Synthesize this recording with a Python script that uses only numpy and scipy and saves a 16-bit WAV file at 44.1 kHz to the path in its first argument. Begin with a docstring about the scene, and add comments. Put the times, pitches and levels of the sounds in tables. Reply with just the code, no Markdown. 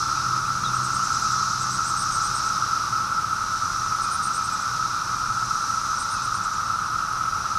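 """Cicadas fill a suburban yard: a low swarm droning in the trees and a high buzzing swarm that swells,
both made of countless tymbal clicks ringing in the insects' bodies. Close to the microphone a small bird
gives runs of high burry chirps; far birds whistle through the trees and two tiny snaps come from the
shrubs. Behind it all are town rumble, a hiss of leaves and the firing tone of an engine drawing away.
One microphone feeds both channels."""
import sys
import numpy as np
from scipy import signal
from scipy.fft import rfft, irfft
from scipy.io import wavfile
from scipy.ndimage import uniform_filter1d

SR = 44100
rng = np.random.default_rng(int(sys.argv[2]) if len(sys.argv) > 2 else 0)


def put_to_file(sound):
    """Save the sound as 16-bit audio at rate SR, in the file named by the first command-line argument."""
    columns = np.atleast_2d(sound).T  # one column per channel
    safe = np.clip(columns, -1, 1)
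    whole_steps = np.round(safe * 32767)
    wavfile.write(sys.argv[1], SR, whole_steps.astype(np.int16))


N = 334278
T = np.arange(N) / SR


def undb(db):
    return 10 ** (np.asarray(db) / 20)


def unit(x):
    return x / np.sqrt(np.mean(np.abs(x) ** 2))


def curves(table):
    """Each column after the first, interpolated over time."""
    times, *columns = np.transpose(table)
    return [np.interp(T, times, column) for column in columns]


def ring(x, hz, width_hz):
    """A resonance passed twice, so its skirts fall steeply."""
    b, a = signal.iirpeak(hz, hz / width_hz, SR)
    return signal.lfilter(b, a, signal.lfilter(b, a, x))


def coloured(spectrum):
    """Noise of rms 1 with the given spectral shape."""
    hz, db = np.transpose(spectrum)
    bin_hz = np.maximum(np.arange(N // 2 + 1) * SR / N, 1)
    gain = undb(np.interp(np.log(bin_hz), np.log(hz), db))
    return unit(irfft(rfft(rng.standard_normal(N)) * gain, N))


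def walk(rate):
    """Random levels held 1 / rate s and smoothed twice; rms 1."""
    hold = int(SR / rate)
    steps = np.repeat(rng.standard_normal(N // hold + 1), hold)
    return unit(uniform_filter1d(uniform_filter1d(steps, hold), hold)[:N])


def smear(rows, size):
    """Complex noise of rms 1, smoothed over size samples; multiplied on a tone it widens the line."""
    real, imag = rng.standard_normal((2, rows, 4096))
    return unit(uniform_filter1d(uniform_filter1d(real + 1j * imag, size), size))


def note(length, edge):
    """Share of the note elapsed and a rounded envelope."""
    elapsed = np.linspace(0, 1, int(length * SR))
    return elapsed, np.sin(np.pi * elapsed) ** edge


def add(out, start, x):
    i = int(start * SR)
    out[i:i + len(x)] += x[:N - i]


def tree_echoes(x, t60_s, db):
    """Scattered echoes from trunks and walls blur each note and trail after it."""
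    t = T[:SR // 4]
    tail = rng.standard_normal(len(t)) * np.exp(-np.log(1000) * t / t60_s)
    return x + undb(db) * signal.fftconvolve(x, tail / np.linalg.norm(tail))[:N]


def swarm(levels, modes, clicks_per_s, flicker_db, flicker_rate):
    """Countless tymbal clicks; insects of each size ring their own mode and waver on their own."""
    lead_s_per_octave, lead_max_s = 1.1, 0.14  # in a swell high voices come in first, low ones linger
    level_db, out = curves(levels)[0], 0
    mean_db = level_db.mean()
    for hz, width_hz, db, share in modes:
        clicks = (rng.random(N) < clicks_per_s / SR) * rng.standard_normal(N)
        lead_s = np.clip(lead_s_per_octave * np.log2(hz / modes[0][0]), -lead_max_s, lead_max_s)
        swell_db = np.interp(T + lead_s, T, level_db) - mean_db
        waver_db = share * swell_db - (level_db - mean_db) + flicker_db * walk(flicker_rate)
        out = out + undb(db + waver_db) * ring(clicks, hz, width_hz)
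    return undb(level_db) * unit(out)


def droning_cicadas():
    """The low swarm up in the trees: its clicks merge into a nearly steady drone."""
    # loudness at the microphone: (time [s], level [dB])
    levels = [(0, -25), (2.7, -24.5), (3.2, -26), (4.3, -25.5), (7.58, -25.5)]
    # body resonances: (frequency [Hz], width [Hz], gain [dB], share of the swell followed [ratio])
    modes = [(1305.2, 133, 4, 1), (1196, 184, -6, 0.92), (1430, 139, -9.5, 1), (1038, 283, -16.5, 0.42),
             (872.5, 147, -16, 0.21), (2560, 500, -31, 1)]
    return swarm(levels, modes, clicks_per_s=4000, flicker_db=0.18, flicker_rate=6.6)


def buzzing_cicadas():
    """The high swarm: denser clicks ring broad modes in a buzz that swells and sinks."""
    # loudness at the microphone: (time [s], level [dB])
    levels = [(0, -32), (.5, -35.5), (1.2, -31), (1.8, -32), (2.4, -32), (3.2, -38.5), (3.75, -35),
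              (4.7, -34.5), (5.1, -36.5), (5.8, -34), (6.2, -35.5), (6.5, -37.5), (6.9, -40.5),
              (7.3, -39.5), (7.58, -38)]
    # body resonances: (frequency [Hz], width [Hz], gain [dB], share of the swell followed [ratio])
    modes = [(5797, 970, 2, 0.83), (5180, 1230, -1.5, 0.83), (6430, 510, -6.5, 1.6),
             (4034, 1000, -5.5, 0.67), (8000, 3200, -15.5, 0.79)]
    return swarm(levels, modes, clicks_per_s=20000, flicker_db=0.68, flicker_rate=4.6)


def town_rumble():
    """Low noise from the town beyond the yard, rising a little near the end."""
    # loudness at the microphone: (time [s], level [dB])
    levels = [(0, -43), (6.2, -43.5), (7.58, -41.5)]
    # rumble spectrum: (frequency [Hz], relative density [dB])
    spectrum = [(12, -25), (22, -8), (32, -4), (50, -1.5), (62, -6.5), (95, 0.5), (150, -5.5), (250, -12),
                (400, -19.5), (750, -21.5), (1100, -56)]
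    return undb(curves(levels)[0]) * coloured(spectrum)


def leaves():
    """Leaves and far air: a soft, broad hiss that wavers and slowly fades."""
    # hiss spectrum: (frequency [Hz], relative density [dB])
    spectrum = [(200, -19), (500, -0.5), (2000, -2.5), (3100, -4.5), (7000, -9.5), (10000, -9),
                (13000, -16), (15600, -38)]
    start_db, fade_db_per_s = -44, 0.18
    return undb(start_db - fade_db_per_s * T + .5 * walk(2.985)) * coloured(spectrum)


def distant_engine():
    """A wavering firing tone with weak lines above it, over a low roar that fades with distance."""
    # engine drawing away: (time [s], firing tone [Hz], tone level [dB])
    firing = [(.05, 127, -44.5), (.3, 128.4, -39.5), (1.4, 127.6, -43), (2.2, 122.3, -49),
              (2.9, 121.2, -42.5), (3.4, 121, -55), (4.1, 121, -45.5), (4.7, 120.3, -52),
              (7.58, 117.6, -51.5)]
    # lines above the firing tone: (frequency multiple [ratio], relative level [dB])
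    overtones = [(1.5, -11.5), (2.4, -22), (2.8, -17.5)]
    # roar spectrum: (frequency [Hz], relative density [dB])
    spectrum = [(60, -30), (100, 1), (130, -2.5), (190, 2), (240, -8), (340, -9), (420, -19), (800, -42)]
    roar_db, fade_db_per_s = -42.5, 1
    hz, tone_db = curves(firing)
    phase = 2 * np.pi * np.cumsum(hz * (1 + 0.00806 * walk(12))) / SR
    lines = np.sin(phase) + sum(undb(db) * np.sin(k * phase) for k, db in overtones)
    tone = np.sqrt(2) * undb(tone_db + 3.7 * walk(7)) * lines
    return tone + undb(roar_db - fade_db_per_s * T) * coloured(spectrum)


def far_birds():
    """Whistled near-sines that flutter and blur on the long way through the trees."""
    # gliding whistles: (start [s], length [s], first pitch [Hz], last pitch [Hz], level [dB])
    glides = [(.632, .03, 4250, 3800, -43), (.652, .03, 3840, 3650, -35), (.64, 0.029, 3280, 3600, -44),
              (1.0, .03, 2750, 3150, -50), (5.6, .28, 9300, 10200, -59), (6.123, .09, 2710, 2430, -51)]
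    # one bird repeating a rising call: (start [s], level [dB])
    risers = [(.155, -48), (.445, -53), (0.723, -53), (1.248, -49)]
    riser_s, riser_first_hz, riser_last_hz = .04, 2340, 2820
    # whistles on one pitch: (start [s], length [s], pitch [Hz], level [dB])
    held = [(2.853, .2, 2450, -59), (3.91, 0.092, 2484, -54), (4.03, 0.16, 2465, -49),
            (4.37, .08, 2420, -51.5), (4.493, .055, 2440, -46), (4.56, .33, 2445, -58),
            (4.9, 0.51, 2420, -57), (5.549, 0.12, 10850, -58.5)]
    calls = glides + [(start, riser_s, riser_first_hz, riser_last_hz, db) for start, db in risers]
    calls += [(start, length, hz, hz, db) for start, length, hz, db in held]
    out, drift_hz = np.zeros(N), 8 * walk(50)
    for start, length, first_hz, last_hz, db in calls:
        elapsed, envelope = note(length, edge=0.1)
        hz = first_hz + (last_hz - first_hz) * elapsed + drift_hz[int(start * SR):][:len(elapsed)]
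        add(out, start, np.sqrt(2) * undb(db) * envelope * np.sin(2 * np.pi * np.cumsum(hz) / SR))
    flutter = undb(1.8 * walk(30))
    return tree_echoes(out * flutter, t60_s=.15, db=-13)


def near_bird():
    """Arched, shaky chirps close by; a throb adds sidebands, mostly above; note ends rasp most."""
    # chirps: (start [s], length [s], first pitch [Hz], top pitch [Hz], level [dB], sideband gain [dB])
    chirps = [(0.735, 0.048, 8100, 8300, -42.5, -9), (0.825, .05, 8100, 8150, -40, -9),
              (.925, .051, 7000, 8200, -40, -8), (1.03, .045, 6900, 7400, -41, -10),
              (1.12, .045, 7300, 7750, -42, -10), (1.212, .04, 7000, 7500, -42, -7),
              (1.305, .037, 7200, 7400, -41, -7), (1.421, 0.027, 6900, 7100, -45, -10),
              (1.49, .035, 7000, 7200, -42, -12), (1.588, .055, 7200, 7700, -40.5, -9),
              (1.702, .073, 7500, 8000, -38.5, -9), (1.835, .085, 7300, 8180, -37.5, -9),
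              (1.96, .085, 7700, 8470, -35, -11), (2.108, 0.068, 7900, 8440, -36.5, -13),
              (2.21, .07, 7000, 8470, -37, -11), (2.33, 0.066, 7600, 8470, -37, -13),
              (2.438, .055, 7400, 8100, -44, -8), (4.015, .043, 8200, 8600, -44.5, -1),
              (4.107, .06, 8000, 8900, -44.5, 2.5), (4.22, 0.064, 7900, 8650, -37.5, -5.5),
              (4.33, .052, 7200, 8500, -38.5, -9), (4.432, .035, 7300, 8340, -38, -12),
              (4.522, .028, 7500, 7800, -40, -12), (4.6, .035, 7300, 7800, -48, -5),
              (5.982, .055, 7800, 8430, -41, -2.5), (6.088, 0.071, 7800, 8900, -43, -5),
              (6.216, .05, 6700, 8700, -43.5, -4), (6.327, 0.054, 6500, 8700, -46.5, -4),
              (6.43, 0.03, 7100, 7500, -41, -5), (6.525, .03, 6700, 7000, -44, -8)]
    top_at = .62  # share of the note elapsed at the top of its arch
    throb_hz, fall_hz_per_s = 531, 6000  # a note sags from its top by this rate times its length
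    rough_at_8_khz, rough_per_khz_lower, rough_per_khz_leap = .45, .45, .25
    out = np.zeros(N)
    k = np.arange(-1, 4)[:, None]  # sideband number; 0 is the main tone
    for start, length, first_hz, top_hz, db, side_db in chirps:
        elapsed, envelope = note(length, edge=.5)
        n, rising = len(elapsed), elapsed < top_at
        last_hz = top_hz - fall_hz_per_s * length
        droop = np.where(rising, 1 - elapsed / top_at, (elapsed - top_at) / (1 - top_at)) ** 1.7
        arch_hz = top_hz - (top_hz - np.where(rising, first_hz, last_hz)) * droop
        # low notes and wide leaps rasp more
        lower_khz, leap_khz = (8000 - top_hz) / 1000, (top_hz - first_hz) / 1000
        rough = rough_at_8_khz + rough_per_khz_lower * lower_khz + rough_per_khz_leap * leap_khz
        rasp = np.clip(rough ** 2 + .4 * droop, 0, 1)
        hz = arch_hz + 400 * rough * smear(rows=1, size=200).real[0, :n]
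        phase = 2 * np.pi * np.cumsum(hz + k * throb_hz * hz / top_hz, axis=1) / SR
        gains = undb(np.where(k == 0, 0, side_db - 3.6 * (abs(k) - 1) - 2.5 * (k < 0)))
        wobble = np.sqrt(1 - rasp) + np.sqrt(rasp) * smear(rows=len(k), size=45)[:, :n]
        # sidebands come and go in patches
        patches = np.where(k == 0, 1, np.abs(smear(rows=len(k), size=500)[:, :n]))
        lines = np.exp(1j * phase) + undb(-28) * np.exp(1.5j * phase)  # each has a faint fifth above
        tone = (gains * wobble * patches * lines).real.sum(axis=0)
        effort = 0.75 + 0.42 * elapsed
        add(out, start, np.sqrt(2) * undb(db) * envelope * effort * tone)
    return tree_echoes(out, t60_s=.15, db=-10)


def shrub_snaps():
    """Tiny dry snaps in the shrubs, each a high ring that dies at once."""
    # snaps: (time [s], peak level [dB], pitch [Hz])
    snaps = [(5.694, -36, 9800), (7.129, -35, 9940)]
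    decay_s = .0015
    out, t = np.zeros(N), T[:400]
    for start, db, hz in snaps:
        add(out, start, undb(db) * np.exp(-t / decay_s) * np.sin(2 * np.pi * hz * t))
    return out


def scene():
    """The whole yard at one microphone, sent to both channels."""
    cicadas = droning_cicadas() + buzzing_cicadas()
    background = town_rumble() + leaves() + distant_engine()
    mono = cicadas + background + near_bird() + far_birds() + shrub_snaps()
    return np.array([mono, mono])


def record(dry):
    """The recorder cuts the top treble steeply."""
    top_hz = 15730
    return signal.sosfilt(signal.ellip(16, .2, 70, top_hz, fs=SR, output="sos"), dry)


dry = scene()
out = record(dry)
put_to_file(out)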